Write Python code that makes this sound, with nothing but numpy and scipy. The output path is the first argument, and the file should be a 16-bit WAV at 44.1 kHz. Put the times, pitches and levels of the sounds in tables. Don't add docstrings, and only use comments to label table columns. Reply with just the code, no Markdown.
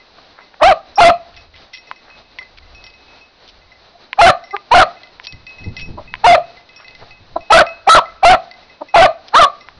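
import sys
import numpy as np
from scipy import signal
from scipy.fft import rfft, irfft
from scipy.io import wavfile

SR = 44100
rng = np.random.default_rng(int(sys.argv[2]) if len(sys.argv) > 2 else 0)


def persist_wave(psi):
    counts = np.round(np.clip(psi, -1, 1) * 32767).astype(np.int16)
    wavfile.write(sys.argv[1], SR, np.atleast_2d(counts).T)


N = 431718


def amp(db):
    return 10 ** (np.asarray(db) / 20)


def unit(x):
    return x / np.sqrt(np.mean(x ** 2) + 1e-20)


def read(points, hz):
    f, value = np.transpose(points)
    return np.interp(np.log(hz + 1), np.log(f + 1), value)


def add(mix, s, sound):
    part = mix[max(round(s * SR), 0):][:len(sound)]
    part += sound[:len(part)]


def colour(x, db_at):
    hz = np.fft.rfftfreq(len(x), 1 / SR)
    return irfft(rfft(x) * amp(db_at(hz)), len(x))


def noise(size, db_at):
    return unit(colour(rng.standard_normal(N)[:size], db_at))


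def waver(size, hz):
    return noise(size, lambda f: -20 * np.log10(1 + (f / hz) ** 4))


def hound(turbulence_db=-17.0):
    # start_s, (attack_s, to_voice_break_s, to_crest_s, length_s),
    # (pitch_hz in the chest voice, after the break, held, at the crest, at the end),
    # bend of the final fall (1 = straight, more = late), (effort_db held, at the end),
    # (mouth_opening_db at the break, held, at the crest), roughness (0-1)
    barks = [ (.624, (0.028, 0.0044, 0.059, 0.1), (324.8, 600.7, 723.4, 800, 613), 1.62, (4.1, -2.9),
             (6.2, 1, 5), 0.16), (.986, (.017, .017, .094, .117), (438.2, 708.6, 661.4, 699.4, 631),
             2.4, (9.3, -2.5), (2.2, 0.94, 0), 0.36), (4.193, (.021, 0.018, .081, 0.11),
             (440, 699.5, 674, 783.3, 592), 1.1, (10, 4.9), (16.1, -11.5, 20), 0.34),
             (4.718, (.013, .021, .081, .115), (514.7, 744, 679, 777.5, 609.3), 0.62, (6.2, 1),
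             (18, 0.62, 15), 0.63), (6.245, (.013, .019, .086, .109), (483.2, 724.6, 683, 724, 614.5),
             1.56, (8.4, 1.5), (9.4, -0.5, -3.5), 0.23), (7.507, (.01, .013, .078, .112),
             (440.3, 675.3, 653.4, 765.3, 601), 1.76, (12.4, 0), (13.6, -2, 40), 0.46),
             (7.877, (.014, .012, .078, .113), (408, 633.3, 670, 687.6, 489.5), 2.13, (11.2, 0.9),
             (25, 27, 20.3), 0.55), (8.234, (.012, .014, .081, .116), (407.5, 662.7, 726.7, 763, 646.5),
             1.18, (10.3, 0), (3.2, -4, 13.6), 0.32), (8.945, (.008, .012, .082, .116),
             (428.4, 700.4, 656.6, 792.4, 585), 2.194, (6.2, 2), (4, -7, 15), 0.47),
             (9.348, (.027, 0.0028, .055, .098), (487, 540, 651, 706.4, 572.2), 0.379, (3.7, 6.4),
             (32, 25, 6.8), 0.3)]
    # peak_s, rise_s, fall_s, pitch_hz, effort_db, mouth_opening_db,
    # roughness (held within 0-1)
    grunts = [(3.958, 0.037, 0.05, 692, -41, -15, 0.3), (4.547, 0.019, 0.019, 405.5, -10, 16, 0),
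              (5.982, 0.012, 0.043, 318.5, -25.5, -8.5, 1.07), (6.382, 0.013, .016, 639, -5, -1, 0.2),
              (7.366, 0.01, 0.015, 337.3, -9.5, -1, 0.31), (8.82, 0.017, 0.015, 300.4, -20, -10, 0.6),
              (9.096, 0.0093, 0.013, 667, -7.5, -9, 0)]
    # frequency_hz, relative_level_db
    turbulence = [(300, -16.5), (700, 1.5), (1200, 21), (2000, 6), (2800, -10), (4200, -42.5), (6000, -35)]
    out = np.zeros(N)
    for s, *shape in barks:
        lead, call = voice(*bark_gesture(*shape), fundamental_db=-3., jitter=0.037,
                           half_lines=0.42, rasp=.55, shimmer=0.77)
        rush = noise(len(call), lambda f: read(turbulence, f)) * abs(call)
        add(out, s + lead, call + amp(turbulence_db) * rush)
    for s, *shape in grunts:
        lead, call = voice(*grunt_gesture(*shape), fundamental_db=21.5, jitter=0.04,
                           half_lines=0.17, rasp=0.6, shimmer=1.0)
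        dull_call = colour(call, lambda f: read([(1100, -1), (1900, -15.5), (4000, -4.0)], f))
        add(out, s + lead, dull_call)
    return out


def bark_gesture(times, pitches, bend, efforts, mouths, rough):
    break_s, crest_rise_s, release_s = 0.00487, 0.0201, .016
    onset_pitch, release_pitch = .68, .9
    chest_climb_per_s = 5.964
    onset_db, chest_db, release_db = -44, -0.5, -37
    break_effort_db, crest_effort_db = -1, -3.5
    mouth_onset_db, mouth_chest_db, mouth_end_db = 19, -16.5, -7
    rough_onset, rough_chest, rough_end = 0.53, 0.031, 0.57
    rough_held, rough_crest = 1, 1.46
    mouth_sag = 0.085

    attack, to_break, to_crest, length = times
    chest_hz, break_hz, held_hz, crest_hz, end_hz = pitches
    db, end_db = efforts
    mouth_break, mouth_held, mouth_crest = mouths
    start_hz = chest_hz * np.exp(-chest_climb_per_s * to_break)
    stages = [  # time_s, pitch_hz, effort_db, mouth_opening_db, roughness
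        (-attack, start_hz * onset_pitch, onset_db, mouth_onset_db, rough_onset),
        (0, start_hz, chest_db, mouth_chest_db, rough_chest),
        (to_break, chest_hz, chest_db, mouth_chest_db, rough_chest),
        (to_break + break_s, break_hz, db + break_effort_db, mouth_break, rough),
        (to_crest - crest_rise_s, held_hz, db, mouth_held, rough * rough_held),
        (to_crest, crest_hz, db + crest_effort_db, mouth_crest, rough * rough_crest),
        (length, end_hz, end_db, max(mouth_end_db, mouth_held / 2), rough_end),
        (length + release_s, end_hz * release_pitch, release_db, mouth_end_db, rough_end)]
    s, *columns = np.transpose(stages)
    t = np.arange(s[0], s[-1], 1 / SR)
    hz, effort_db, mouth_db, roughness = (np.interp(t, s, c) for c in columns)
    fall = np.clip((t - to_crest) / (length - to_crest), 0, 1)
    bent_hz = hz + (crest_hz - end_hz) * (fall - fall ** bend)
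    return t, bent_hz, effort_db, mouth_db, roughness, mouth_sag * np.sqrt(fall)


def grunt_gesture(rise, fall, hz, db, mouth_db, rough):
    fade_db, arch = -23, 0.091
    t = np.arange(-rise, fall, 1 / SR)
    away = np.maximum(-t / rise, t / fall)
    return t, hz * (1 - arch * away ** 2), db + fade_db * away ** 1.16, mouth_db, rough, 0


def mouth_shape(hz):
    centre_hz, spread_hz = 1424, 214
    return np.exp(-.5 * ((hz - centre_hz) / spread_hz) ** 2)


def voice(t, hz, effort_db, mouth_db, rough, sag, fundamental_db, jitter, half_lines, rasp, shimmer):
    # frequency_hz, relative_level_db
    throat = [(150, -53), (420, -22.5), (570, -3), (720, 9), (880, -3.5), (1100, -1), (1400, -9.5),
              (1800, -14), (2400, -33.5), (3200, -45), (4200, -18), (6000, -88)]
    rough, size = np.clip(rough, 0, 1), len(t)
    turns = np.cumsum(hz * (1 + jitter * rough * waver(size, 194))) / SR
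    folds, power = np.zeros(size), np.zeros(size)
    for half in range(1, 25):
        f = hz * half / 2
        mouth_gain_db = mouth_db * mouth_shape(f / (1 - sag))
        gain = amp(read(throat, f) + mouth_gain_db + fundamental_db * (half == 2))
        if half % 2:
            gain = gain * half_lines * rough
        flutter = 1 + shimmer * rough * waver(size, 98)
        folds += gain * flutter * np.cos(np.pi * half * turns + 2 * np.pi * rng.random())
        power += gain ** 2 / 2
    shut = noise(size, lambda f: read(throat, f))
    wide = noise(size, lambda f: read(throat, f) + 9 * mouth_shape(f))
    opening = np.clip(0.58 + mouth_db / 20, 0, 1)
    breath = np.sqrt(1 - opening) * shut + np.sqrt(opening) * wide
    call = amp(effort_db) * (folds / np.sqrt(power) + rasp * rough * breath)
    return t[0], call * signal.windows.tukey(size, .04)


def bell(ring_db=6.0, tick_db=-14.5, tick_s=0.0023, rattle_db=-9., rattle_s=0.035):
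    # start_s, tick_db, low_modes_db, middle_modes_db, top_modes_db
    strikes = [(0.9572, -34, -61, -60, -26), (1.3648, -12.5, -47, -48, -46.5), (1.7355, -11, -32, -46, -37),
               (1.871, -26, -44, -51, -52), (1.9604, -19, -46, -57, -55), (2.1002, -19, -49, -49, -61),
               (2.388, -8, -24.5, -58, -49), (2.7477, -19, -62, -47.5, -49), (2.84, -9, -45, -54, -41),
               (2.865, -9, -43, -53, -68), (2.9367, -26, -49, -50.5, -56), (3.081, -38, -66, -54, -71),
               (3.21, -50, -64, -48.5, -56), (3.7176, -52, -40.5, -64, -60), (4.4388, -17, -37.5, -64, -45),
               (4.508, -16, -30.5, -54, -48), (5.033, -9.5, -38.5, -60, -59), (5.269, 3.5, -49, -39, -37),
               (5.3297, -19, -42, -70, -50), (5.466, -9.5, -38, -39.5, -50), (5.5836, -50, -44, -43, -53),
               (5.6406, -14, -35, -52, -47.5), (5.7662, -3, -29, -37, -39),
               (5.8128, -29, -39, -40.5, -38.5), (6.075, -27, -45, -45.5, -71),
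               (6.571, -19, -40.5, -68, -70), (6.6902, -16, -43, -52, -62), (6.761, -15, -54, -49, -40),
               (6.8445, -17, -40, -49, -54), (6.8809, -11, -37, -50, -64), (6.9496, -11.5, -38, -68, -55),
               (7.1072, -18, -44, -45.5, -60), (7.4065, -20, -48, -48.5, -55), (7.665, -7, -32, -34.5, -47),
               (8.0558, -17, -33, -59, -66), (8.5123, -10, -35.5, -61, -57), (8.697, -32, -42, -56, -61),
               (8.885, -21, -40, -48.5, -52), (9.6087, -16, -39.5, -58, -48.5)]
    # mean_frequency_hz, relative_level_db, t60_s
    mode_families = [
        [(2030, -8, 0.18), (2046, -6, 0.17), (4000, -26.5, 0.16)],
        [(2568, 4.5, 0.34), (4160, -19.5, 1)],
        [(5400, -0.5, 0.13), (5520, -8.5, 0.16), (5580, -1.5, 0.14), (4870, -14.5, 0.4)],
    ]
    out, t = np.zeros(N), np.arange(SR // 2) / SR
    tick_curve = [(500, -23), (2000, -7.0), (4500, 6.0), (5700, -9.5), (6800, -33.5)]
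    for s, hit_db, *family_db in strikes + light_taps():
        tick = noise(len(t), lambda f: read(tick_curve, f))
        clank = amp(hit_db + tick_db) * tick * np.exp(-t / tick_s)
        for level_db, family in zip(family_db, mode_families):
            for hz, db, t60 in family:
                detuned_hz = hz + 3 * rng.standard_normal()
                decay = amp(ring_db + level_db + db - 60 * t / t60)
                clank += decay * np.sin(2 * np.pi * detuned_hz * t)
        clank *= 1 - np.exp(-t / 0.001)
        add(out, s, clank)
        add(out, s + rattle_s * rng.uniform(0.69, 1.9), amp(rattle_db) * clank)
    return out


def light_taps(count=22, every_s=.45, spread_db=7):
    # tick_db, low_modes_db, middle_modes_db, top_modes_db
    average_tap = (-42, -52, -64, -75)
    taps = []
    for k, (late, *louder) in enumerate(rng.standard_normal((count, 5))):
        levels_db = average_tap + spread_db * np.array(louder)
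        taps.append(((k + .2 * late) * every_s, *levels_db))
    return taps


def twigs(snap_db=-4.5, crack_s=0.0004, delay_s=0.000875, splinter_db=-35.0, splinter_s=0.0072,
          knock_db=-19.5, knock_hz=1030, knock_s=0.0048):
    # start_s (before the short delay), relative_level_db, ring_hz
    snaps = [(1.913, -2, 1000), (2.386, -11, 2300), (4.13, 0, 2040), (4.565, -2, 1750),
             (5.198, -11.5, 1710), (5.268, -35, 2510), (6.139, -0.5, 1830), (6.153, -12, 2030),
             (9.686, -12.5, 1450)]
    out, t = np.zeros(N), np.arange(SR // 20) / SR
    splinter_curve = [(500, 25), (1100, -26), (2000, 24.0), (4000, -1.0)]
    for s, db, hz in snaps:
        crack = t / crack_s * np.exp(1 - 2 * t / crack_s) * np.sin(2 * np.pi * hz * t)
        grit = noise(len(t), lambda f: read(splinter_curve, f))
        splinters = amp(splinter_db) * grit * np.exp(-t / splinter_s)
        knock = amp(knock_db) * np.exp(-t / knock_s) * np.sin(2 * np.pi * knock_hz * t)
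        add(out, s + delay_s, amp(db + snap_db) * (crack + splinters + knock))
    return colour(out, lambda f: read([(400, -14), (900, 3.5), (3600, 12), (5000, 12), (7000, -6)], f))


def brush(grain_db=4.5):
    # middle_s, level_db before the fade, half_length_s, centre_hz
    rustles = [(0.188, -41, 0.011, 830), (0.393, -40.5, 0.042, 980), (0.543, -41, 0.014, 1240),
               (1.371, -44, 0.06, 2910), (1.565, -42.5, 0.042, 2780), (1.755, -35.5, 0.044, 3800),
               (2.085, -47.5, 0.11, 1140), (2.418, -37.5, 0.014, 990), (2.581, -36, .015, 2820),
               (3.49, -39.5, 0.027, 4450), (5.249, -33.5, 0.022, 4470), (5.805, -32, 0.038, 3380),
               (6.816, -40, 0.045, 1260), (7.026, -36.5, 0.022, 730), (9.286, -34.5, 0.012, 4360)]
    out = np.zeros(N)
    for s, db, half_length, hz in rustles:
        size = int(2 * half_length * SR)
        swish = noise(size, lambda f: -7 * np.log2((f + 1) / hz) ** 2
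                      - 20 * np.log10(1 + (f / 5600) ** 16))
        grainy = unit(swish * amp(grain_db * waver(size, 165)))
        add(out, s - half_length, amp(db) * grainy * np.hanning(size))
    return out


def hollow(x, ring_db=-29.0, ring_t60=0.23):
    # centre_hz, width_hz, relative_level_db
    clusters = [(718, 150, -6.5), (1188, 180, -7.5), (1860, 12, -24), (2490, 200, -1.5)]
    t = np.arange(SR // 2) / SR

    def cluster_db(f):
        return 10 * np.log10(sum(amp(2 * db) / (1 + (2 * (f - hz) / width) ** 4)
                                 for hz, width, db in clusters))

    ring = noise(len(t), cluster_db) * amp(-60 * t / ring_t60) * np.minimum(t / 0.0048, 1)
    return signal.fftconvolve(x, amp(ring_db) * ring / np.linalg.norm(ring))[:N]


def slope(x, near_db=-18.0, near_t60=0.17, far_db=-33.0):
    # frequency_hz, t60_s
    hillside_decay = [(200, 0.79), (700, 0.63), (1500, 0.99), (4000, 0.27), (8000, 0.89)]
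    hz, t, z = signal.stft(rng.standard_normal(SR), SR, nperseg=256)
    decayed = z * amp(-60 * t / read(hillside_decay, hz)[:, None])
    far = signal.istft(decayed, SR, nperseg=256)[1][:SR]
    t = np.arange(SR) / SR
    near = rng.standard_normal(SR) * amp(-60 * t / near_t60) * (t > .004)
    near_response = amp(near_db) * near / np.linalg.norm(near)
    far_response = amp(far_db) * far / np.linalg.norm(far)
    echo = signal.fftconvolve(x, near_response + far_response)[:N]
    return colour(echo, lambda f: read([(300, 8.5), (680, -1.0), (1150, -7.0), (1450, -12.5),
                                        (2300, 7), (4200, 4)], f))


def wind(gust_db=9.5, lumps_db=4.5):
    # peak_s, relative_level_db, rise_time_constant_s, fall_time_constant_s
    gusts = [(5.332, -41.5, 0.01, 0.055), (5.653, -28.5, 0.023, 0.08), (5.9, -36, 0.051, 0.068),
             (6.114, -44, 0.081, 0.18), (7.026, -48.5, 0.053, 0.05), (7.306, -48.5, 0.14, 0.084),
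             (9.78, -46, 0.039, 0.12)]
    # frequency_hz, relative_level_db (per Hz)
    spectrum = [(12, 6), (20, -6), (102, -1.5), (222, -8.5), (281, -11.5), (491, -20), (644, -31),
                (900, -23.5), (1170, -51), (1980, -120)]
    t = np.arange(N) / SR
    level = sum(amp(db) * np.exp(-np.maximum((s - t) / rise, (t - s) / fall))
                for s, db, rise, fall in gusts)
    strong = np.clip(level / amp(-32.5), 0, 1)
    bright = noise(N, lambda f: read(spectrum, f))
    dull = noise(N, lambda f: read(spectrum, f) - 10 * np.log10(1 + (f / 110) ** 2))
    buffeting = np.sqrt(strong) * bright + np.sqrt(1 - strong) * dull
    return amp(gust_db) * level * unit(buffeting * amp(lumps_db * waver(N, 21)))


def air(hiss_db=-46.5, swell_db=2.0, rumble_db=-59.0, drift_db=5.5):
    # frequency_hz, relative_level_db (per Hz)
    spectrum = [(20, -2.5), (50, -11.5), (110, -7.5), (300, -5), (450, -4), (690, -1.5), (900, -4),
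                (1700, -8.5), (3300, -11), (4000, -3), (4600, -7.5), (5500, -14), (6200, -22), (7300, -53)]
    hiss = amp(hiss_db + swell_db * waver(N, 7.8)) * noise(N, lambda f: read(spectrum, f))
    rumble = noise(N, lambda f: read([(10, -7), (35, -3.0), (80, -5), (200, -31.0), (600, -58)], f))
    return hiss + amp(rumble_db + drift_db * waver(N, 1.9)) * rumble


def scene(snap_echo_db=-26.0):
    dog, snaps = hound(), twigs()
    echoes = hollow(dog) + slope(dog + amp(snap_echo_db) * snaps)
    return (dog + snaps + echoes + bell() + brush() + wind() + air())[None]


def record(dry):
    # frequency_hz, gain_db
    microphone = [(5400, -0.5), (6200, 4), (7000, -10), (8000, -40)]
    # frequency_hz, gain_db
    treble = [(3000, -1), (5000, -3), (6900, -9.5), (7150, -6), (7400, -9), (9300, -7.5), (9750, -2),
              (10050, -10.5), (10800, -16), (12000, -29.5)]
    ceiling, edge_hz = .72, 12400
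    fine = signal.resample_poly(colour(dry[0], lambda f: read(microphone, f)), 2, 1)
    flattened = signal.resample_poly(np.clip(fine, -ceiling, ceiling), 1, 2)
    toned = colour(flattened, lambda f: read(treble, f))
    band_limit = signal.firwin(511, edge_hz, window=("kaiser", 9), fs=SR)
    return signal.oaconvolve(toned, band_limit, "same")[None]


dry = scene()
out = record(dry)
persist_wave(out)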